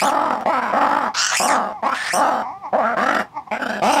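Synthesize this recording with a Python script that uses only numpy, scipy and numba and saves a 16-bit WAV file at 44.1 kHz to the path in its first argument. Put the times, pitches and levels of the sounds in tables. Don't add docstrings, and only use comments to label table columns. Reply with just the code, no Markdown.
import sys
import numpy as np
from scipy import signal
from scipy.fft import rfft, irfft
from scipy.io import wavfile
from scipy.ndimage import uniform_filter1d, map_coordinates
from numba import njit

SR = 44100
rng = np.random.default_rng(int(sys.argv[2]) if len(sys.argv) > 2 else 0)


def master_out(mix):
    frames = np.transpose(np.atleast_2d(mix))
    ceiling = np.clip(frames, -1, 1)
    pcm = np.round(ceiling * 32767).astype(np.int16)
    wavfile.write(sys.argv[1], SR, pcm)


N = 176400
T = np.arange(N) / SR
ATTACK_S, RELEASE_S = 0.0067, 0.00062


def roars():
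    # time in seconds, level in dB, mouth resonance in Hz,
    # upper resonance in dB against the mouth.
    roar_shapes = [
        [(0.018, -18.5, 780, -3), (0.308, -21, 933, -3), (0.437, -29, 775, -8.5)],
        [(0.457, -16, 750, -20), (0.533, -21, 914, -1), (0.725, -25.5, 1050, -6)],
        [(0.727, -19, 679.2, -4), (0.817, -17, 880, -2.5), (1.085, -24, 935, -1)],
        [(1.397, -21, 706, -5.5), (1.547, -19, 870, -0.5), (1.728, -31, 750, -3.5)],
        [(1.826, -21.5, 770, -6.5), (1.88, -17.5, 1100, -9.5), (1.94, -29, 990, 8.5)],
        [(2.133, -20.5, 688.2, -7.5), (2.235, -16.5, 834, -4.5), (2.425, -25.5, 824, -5.5)],
        [(2.729, -15, 680, -20), (2.869, -22.5, 768.2, 4.5), (2.949, -22, 686.2, -6)],
        [(2.968, -23, 674.4, -0.5), (3.196, -23, 770, 3), (3.226, -29, 736, -5.5)],
        [(3.82, -15.5, 674, -12), (3.854, -17, 780, -9), (4.0, -17.5, 850, -7.5)],
    ]
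    grunt_shapes = [
        [(3.513,-20,840,-18),(3.55,-25.5,793,-3),(3.58,-33.5,654,4)],
        [(3.595,-31,676,-3),(3.632,-29,678.5,7),(3.665,-28,635,0.5),(3.705,-28,724,1),(3.73,-26.5,720.9,-1.5),(3.76,-31.5,670,1.5),(3.8,-26,710,-5.5)],
    ]
    # base upper resonance in Hz, rasp and chest in dB against
    # the voice, share by which the resonances start low, third resonance in Hz, its dB against the voice.
    throats = [(1246,-25,-11,0.056,1700,-14.5),(1390,-22.5,-13,0.3,2220,-14.5),(1200,-24.5,-12,0.017,1648,-11),(1173,-26,-12,0.12,1640,-18.5),(1464,-20,-14.5,0.51,2467,-16),(1247.6,-22.5,-12.5,0.12,1573,-16),(1423,-31.5,-15,0.61,2040,-18),(1341,-17.5,-9.5,0.099,1678,-4),(1381.5,-15,-9.5,0.13,2450,-16),(1530,-18,-11.5,0.047,2210,-7.5),(1667,-15,-8,0.024,2640,-17.5)]
    # time in seconds, pitch in Hz, roughness.
    fold_track = [(.02,176,0.72),(.055,276.6,0.43),(.25,291.2,0.71),(.43,214,0.88),(.465,190.9,0.69),(.505,340,0.12),(.55,262.8,0.21),(.66,224.2,0.49),(.73,165,0.8),(.78,290.7,.5),(1.0,289.6,0.62),(1.085,194.5,.6),
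                  (1.4,174.6,0.73),(1.5,298.7,0.71),(1.62,199,0.77),(1.825,175,0.72),(1.87,326.8,0.4),(1.94,219,.5),(2.135,174.3,0.26),(2.175,190.6,0.34),(2.205,312.4,0.52),(2.42,214.7,0.81),
                  (2.73,179.8,0.21),(2.78,326,0.27),(2.815,237.7,0.25),(2.84,206,0.07),(2.865,231.8,0.12),(2.93,247.1,0.35),(2.975,171.9,0.49),(3.05,269.1,0.44),(3.16,298.1,1.01),(3.225,180.5,0.62),(3.535,210.7,0.46),(3.63,273.3,0.79),(3.82,176,0.37),(3.86,205.5,0.18),(3.9,284,0.16),(4.0,289.6,0.6)]
    # frequency in Hz, gain in dB.
    mouth_eq = [(300,-41.5),(420,-7),(640,4),(1050,-4.5),(1600,-23.5)]
    upper_eq = [(750,-26),(1080,12.5),(1650,15.5),(2400,-11.5)]
    # centre in Hz, gain in dB.
    rasp_bands = [(2480,-8),(3020,3.5),(3750,-2),(4750,-2.5),(5550,-3),(7250,-9.5),(8350,-12),(9700,-18.5),(11500,-16.5),(13500,-19)]

    pitch, rough = curves(fold_track)
    voice, breath = vocal_folds(pitch, np.clip(rough, 0, 1))
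    calls = list(roar_shapes) + grunt_shapes
    rows = sorted((*row, *throat) for call, throat in zip(calls, throats) for row in call)
    db, mouth_hz, upper_db, upper_hz, rasp_db, chest_db, drop, third_hz, third_db = curves(rows)
    onsets, opening_s = [call[0][0] for call in calls], 0.062
    closed = np.max([np.exp(-np.abs(T - at) / opening_s) * (T > at - ATTACK_S) for at in onsets], axis=0)
    lift = 1 - np.clip(drop, 0, .6) * closed
    follow_mouth = (mouth_hz / np.mean(mouth_hz)) ** 0.31
    upper_hz = upper_hz * lift * np.exp(.04 * walk(50)) * follow_mouth

    puff = undb(-23) * steady(ring(breath, hz=80, width=250))
    chest = undb(0.37) * steady(ring(voice, hz=256, width=240)) + puff
    mouth = steady(resonate(colour(voice, mouth_eq), mouth_hz, width=191.))
    upper = steady(resonate(colour(voice, upper_eq), upper_hz, width=148.))
    hoarse = voice + .9 * breath
    rasp = np.zeros(N)
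    for hz, band_db in rasp_bands:
        centre = hz * lift ** .5 * np.exp(.04 * walk(11))
        rasp += undb(band_db) * ring(hoarse, centre, width=hz * 0.073)
    rasp = steady(rasp) * (1 - 0.48 * closed) * throat_rattle() ** .5
    third = steady(ring(hoarse, third_hz * lift ** .5, width=500))

    vowel = undb(0.32) * mouth + undb(upper_db - 0.64) * upper
    body = undb(chest_db) * chest + undb(rasp_db) * rasp + undb(third_db) * third
    voice_level = np.hypot(1, undb(upper_db))
    return (vowel + voice_level * body) * undb(db) * gate(calls) * throat_rattle()


def vocal_folds(hz, rough):
    jitter, shimmer_db = .17, 4.5
    phase = np.cumsum(hz * np.exp(jitter * rough * walk(330))) / SR
    at = np.flatnonzero(np.diff(np.floor(phase)))
    late = (np.ceil(phase[at]) - phase[at]) / (phase[at + 1] - phase[at])
    strength = (undb(shimmer_db * rough * np.minimum(walk(300), 1.5)) * np.sqrt(SR / hz))[at]
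    pulses = np.zeros(N)
    pulses[at], pulses[at + 1] = strength * (1 - late), strength * late
    breath = steady(np.exp(-(phase % 1) / .4) * rng.standard_normal(N))
    return pulses + .55 * rough * breath, breath


def throat_rattle():
    # first closure and end in seconds, rate in Hz, depth from 0 to 1.
    rattles = [(0.116,0.41,44.46,0.67),(0.863,1.013,51.1,0.76),(2.259,2.393,44.1,0.15),(3.053,3.2,45.9,0.82)]
    # time in seconds, depth from 0 to 1.
    breaks = [(0.11,0.7),(0.983,0.26),(0.519,0.5),(0.609,0.87),(.799,0.77),(1.005,0.64),(1.484,0.59),(1.885,0.73),(1.908,0.89),(2.302,0.53),(2.775,0.65),(3.651,0.98),(3.682,1),(3.788,0.58),(3.723,0.52),(3.925,0.82),(3.952,0.83)]
    opening, wander = np.ones(N), 0.11 * walk(30)
    for start, end, rate, depth in rattles:
        turn = (T - start) * rate + wander
        beats = undb(1.5 * walk(45)) * (1 - depth * np.cos(np.pi * turn) ** 2)
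        opening *= np.where((turn > -.5) * (T < end), beats, 1)
    for when, depth in breaks:
        opening *= 1 - min(depth, .97) * np.exp(-((T - when) / 0.0077) ** 2)
    return opening / np.sqrt(uniform_filter1d(opening ** 2, size=2600))


def shrieks():
    # time in seconds, pitch in Hz, roughness, fundamental in dB,
    # overtones in dB.
    calls = [
        [(0,2323,0.56,-21.5,-28),(.022,2520,0.06,-31.5,-25.5),(.066,3600,0,-34.5,-33),(.09,3270,0,-34,-32),(.11,2430,0.2,-36,-40)],
        [(1.143,1161,0.79,-28,-33),(1.185,1398,0.58,-23,-19),(1.295,1505,0.45,-25.5,-24),(1.335,1200,1.08,-23,-29.5),(1.376,2707,0.48,-22.5,-20.5),(1.402,2420,0.54,-30.5,-24),(1.445,2950,0.16,-33.5,-24.5),(1.475,2659,0.43,-38,-28.5),(1.5,1842,0.46,-22.5,-28.5),(1.57,1540,0.66,-31,-40.5)],
        [(1.945,1500,1.06,-29,-36),(1.98,1740,0.65,-26,-38),(2.09,1773,0.91,-27.5,-34),(2.11,1767,0.26,-20.5,-36),(2.143,2859,0.14,-38.5,-23),(2.17,3050,0.27,-39,-29.5),(2.205,2600,0.38,-55,-33.5)],
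        [(3.83,2700,0.99,-36,-36),(3.905,2719,0.63,-31.5,-37),(3.933,2891,0.53,-31.5,-25.5),(3.995,2880,.8,-32,-43.5)],
    ]
    # time in seconds, centre in Hz.
    hiss_track = [(1.15,4200),(1.3,6420),(1.45,7500),(1.96,2870),(2.09,5113),(2.16,7970),(3.9,5796)]
    # frequency in Hz, gain in dB.
    overtone_eq = [(2000,-10.5),(3000,-4),(4100,-6.5),(5400,5),(6900,1),(8000,4.5),(8900,8.5),(9500,4),(10500,-0.5),(12000,-2),(16000,-6)]
    hz, rough, low_db, high_db = curves([row for call in calls for row in call])
    rough = np.clip(rough, .22, 1.2)
    jitter = 1 + .09 * rough * walk(2200) + .012 * walk(400)
    phase = 2 * np.pi * np.cumsum(hz * jitter) / SR
    flutter_hz = 240 * np.exp(.5 * walk(300))
    vibration = np.sin(2 * np.pi * np.cumsum(flutter_hz) / SR)
    flutter = .9 + .7 * vibration + np.sqrt(rough) * walk(1000)
    overtones = sum(np.sin(k * phase) / k for k in range(2, 6))
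    hiss = steady(ring(rng.standard_normal(N), curves(hiss_track)[0], width=1400))
    high = steady(steady(colour(overtones * flutter, overtone_eq)) + 1.3 * rough * hiss)
    growl = rough ** 2 * steady(colour(rng.standard_normal(N), [(420, -30), (720, -10.5), (3500, -17.5)]))
    low = steady(colour(np.sin(phase) * flutter, [(300, -30), (1300, -11), (4000, -12.5)])) + growl
    flicker = undb(2 * np.minimum(walk(240), 1))
    return flicker * (undb(low_db) * low + undb(high_db) * high) * gate(calls)


def whines():
    # time in seconds, pitch in Hz, level in dB.
    calls = [
        [(1.06,282.5,-45),(1.095,289,-21.5),(1.13,241,-46)],
        [(1.7,430.8,-39),(1.765,416.7,-32),(1.81,313.6,-39)],
        [(2.42,222,-27.5),(2.495,264,-28),(2.535,381.9,-33),(2.605,403.3,-39.5),(2.625,394,-34.5),(2.66,297,-25.5),(2.705,255,-39.5)],
        [(3.225,210.7,-37),(3.31,197.8,-54.5),(3.355,316.5,-35),(3.375,296.6,-21),(3.425,236.3,-48),(3.46,244.4,-58),(3.477,269.1,-30),(3.5,231.6,-59)],
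    ]
    # frequency in Hz, gain in dB.
    mouth_eq = [(150,-11),(280,-6.5),(480,-23),(800,11.5),(1150,6),(1450,-29),(2150,-9.5),(3000,-45),(5500,-29),(16000,-103)]
    hz, db = curves([row for call in calls for row in call])
    voice, breath = vocal_folds(hz, rough=np.interp(hz, [220, 380], [.3, .04]))
    return steady(colour(voice + 0.086 * breath, mouth_eq)) * undb(db) * gate(calls)


def pen_reflections(calls):
    ground_s, t60_s = 0.00121, 0.14
    calls = calls + undb(-42.5) * np.interp(T - ground_s, T, calls)
    tail = rng.standard_normal(N) * undb(-60 * T / t60_s) * (T > .006)
    echo = signal.fftconvolve(calls, tail / np.sqrt(np.sum(tail ** 2)))[:N]
    return calls + undb(-8.5) * echo


def outdoor_air():
    # frequency in Hz, gain in dB.
    air_eq = [(20,-18),(130,9.5),(900,-8),(2500,-14),(16000,-35.5)]
    air = colour(rng.standard_normal(N), air_eq)
    return undb(-51.5) * air / np.std(air)


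def undb(db):
    return 10 ** (np.asarray(db) / 20)


def curves(rows):
    rows = np.array(rows, float)
    return [np.interp(T, rows[:, 0], col) for col in rows.T[1:]]


def gate(calls):
    envelope = np.zeros(N)
    for call in calls:
        attack = np.clip((T - call[0][0]) / ATTACK_S + .5, 0, 1)
        release = np.exp(-np.maximum(T - call[-1][0], 0) / RELEASE_S)
        envelope = np.maximum(envelope, attack * release)
    return envelope


def steady(x):
    return x / np.sqrt(np.abs(uniform_filter1d(x * x, size=1300)) + 1e-12)


def walk(rate):
    return map_coordinates(rng.standard_normal(N // 8), [T * rate], order=1, mode="wrap") * np.sqrt(3 / 2)


def colour(x, points, size=2048):
    hz, db = np.array(points, float).T
    log_hz = np.log(np.maximum(np.fft.rfftfreq(size, 1 / SR), 1))
    beyond = np.maximum(np.log(hz[0]) - log_hz, 0) + np.maximum(log_hz - np.log(hz[-1]), 0)
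    cepstrum = irfft(np.log(undb(np.interp(log_hz, np.log(hz), db) - 20 * beyond)))
    cepstrum[1:size // 2] *= 2
    cepstrum[size // 2 + 1:] = 0
    return signal.oaconvolve(x, irfft(np.exp(rfft(cepstrum))))[:N]


@njit
def resonate(x, hz, width):
    y, band, low = np.empty(len(x)), 0., 0.
    for i in range(len(x)):
        g, damping = np.tan(np.pi * hz[i] / SR), width / hz[i]
        v = (band + g * (x[i] + 1e-18 - low)) / (1 + g * (g + damping))
        band, low, y[i] = 2 * v - band, low + 2 * g * v, damping * v
    return y


def ring(x, hz, width):
    hz = hz * np.ones(N)
    return resonate(resonate(x, hz, float(width)), hz, float(width))


def scene():
    calls = roars() + shrieks() + whines()
    return (pen_reflections(calls) + outdoor_air())[None]


def record(dry):
    ceiling, top_hz = 0.53, 15700
    rounded = dry / (1 + (dry / ceiling) ** 6) ** (1 / 6)
    distortion = signal.sosfilt(signal.butter(2, 150, "high", fs=SR, output="sos"), rounded - dry)
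    return signal.sosfilt(signal.ellip(10, .2, 80, top_hz, fs=SR, output="sos"), dry + distortion)


dry = scene()
out = record(dry)
master_out(out)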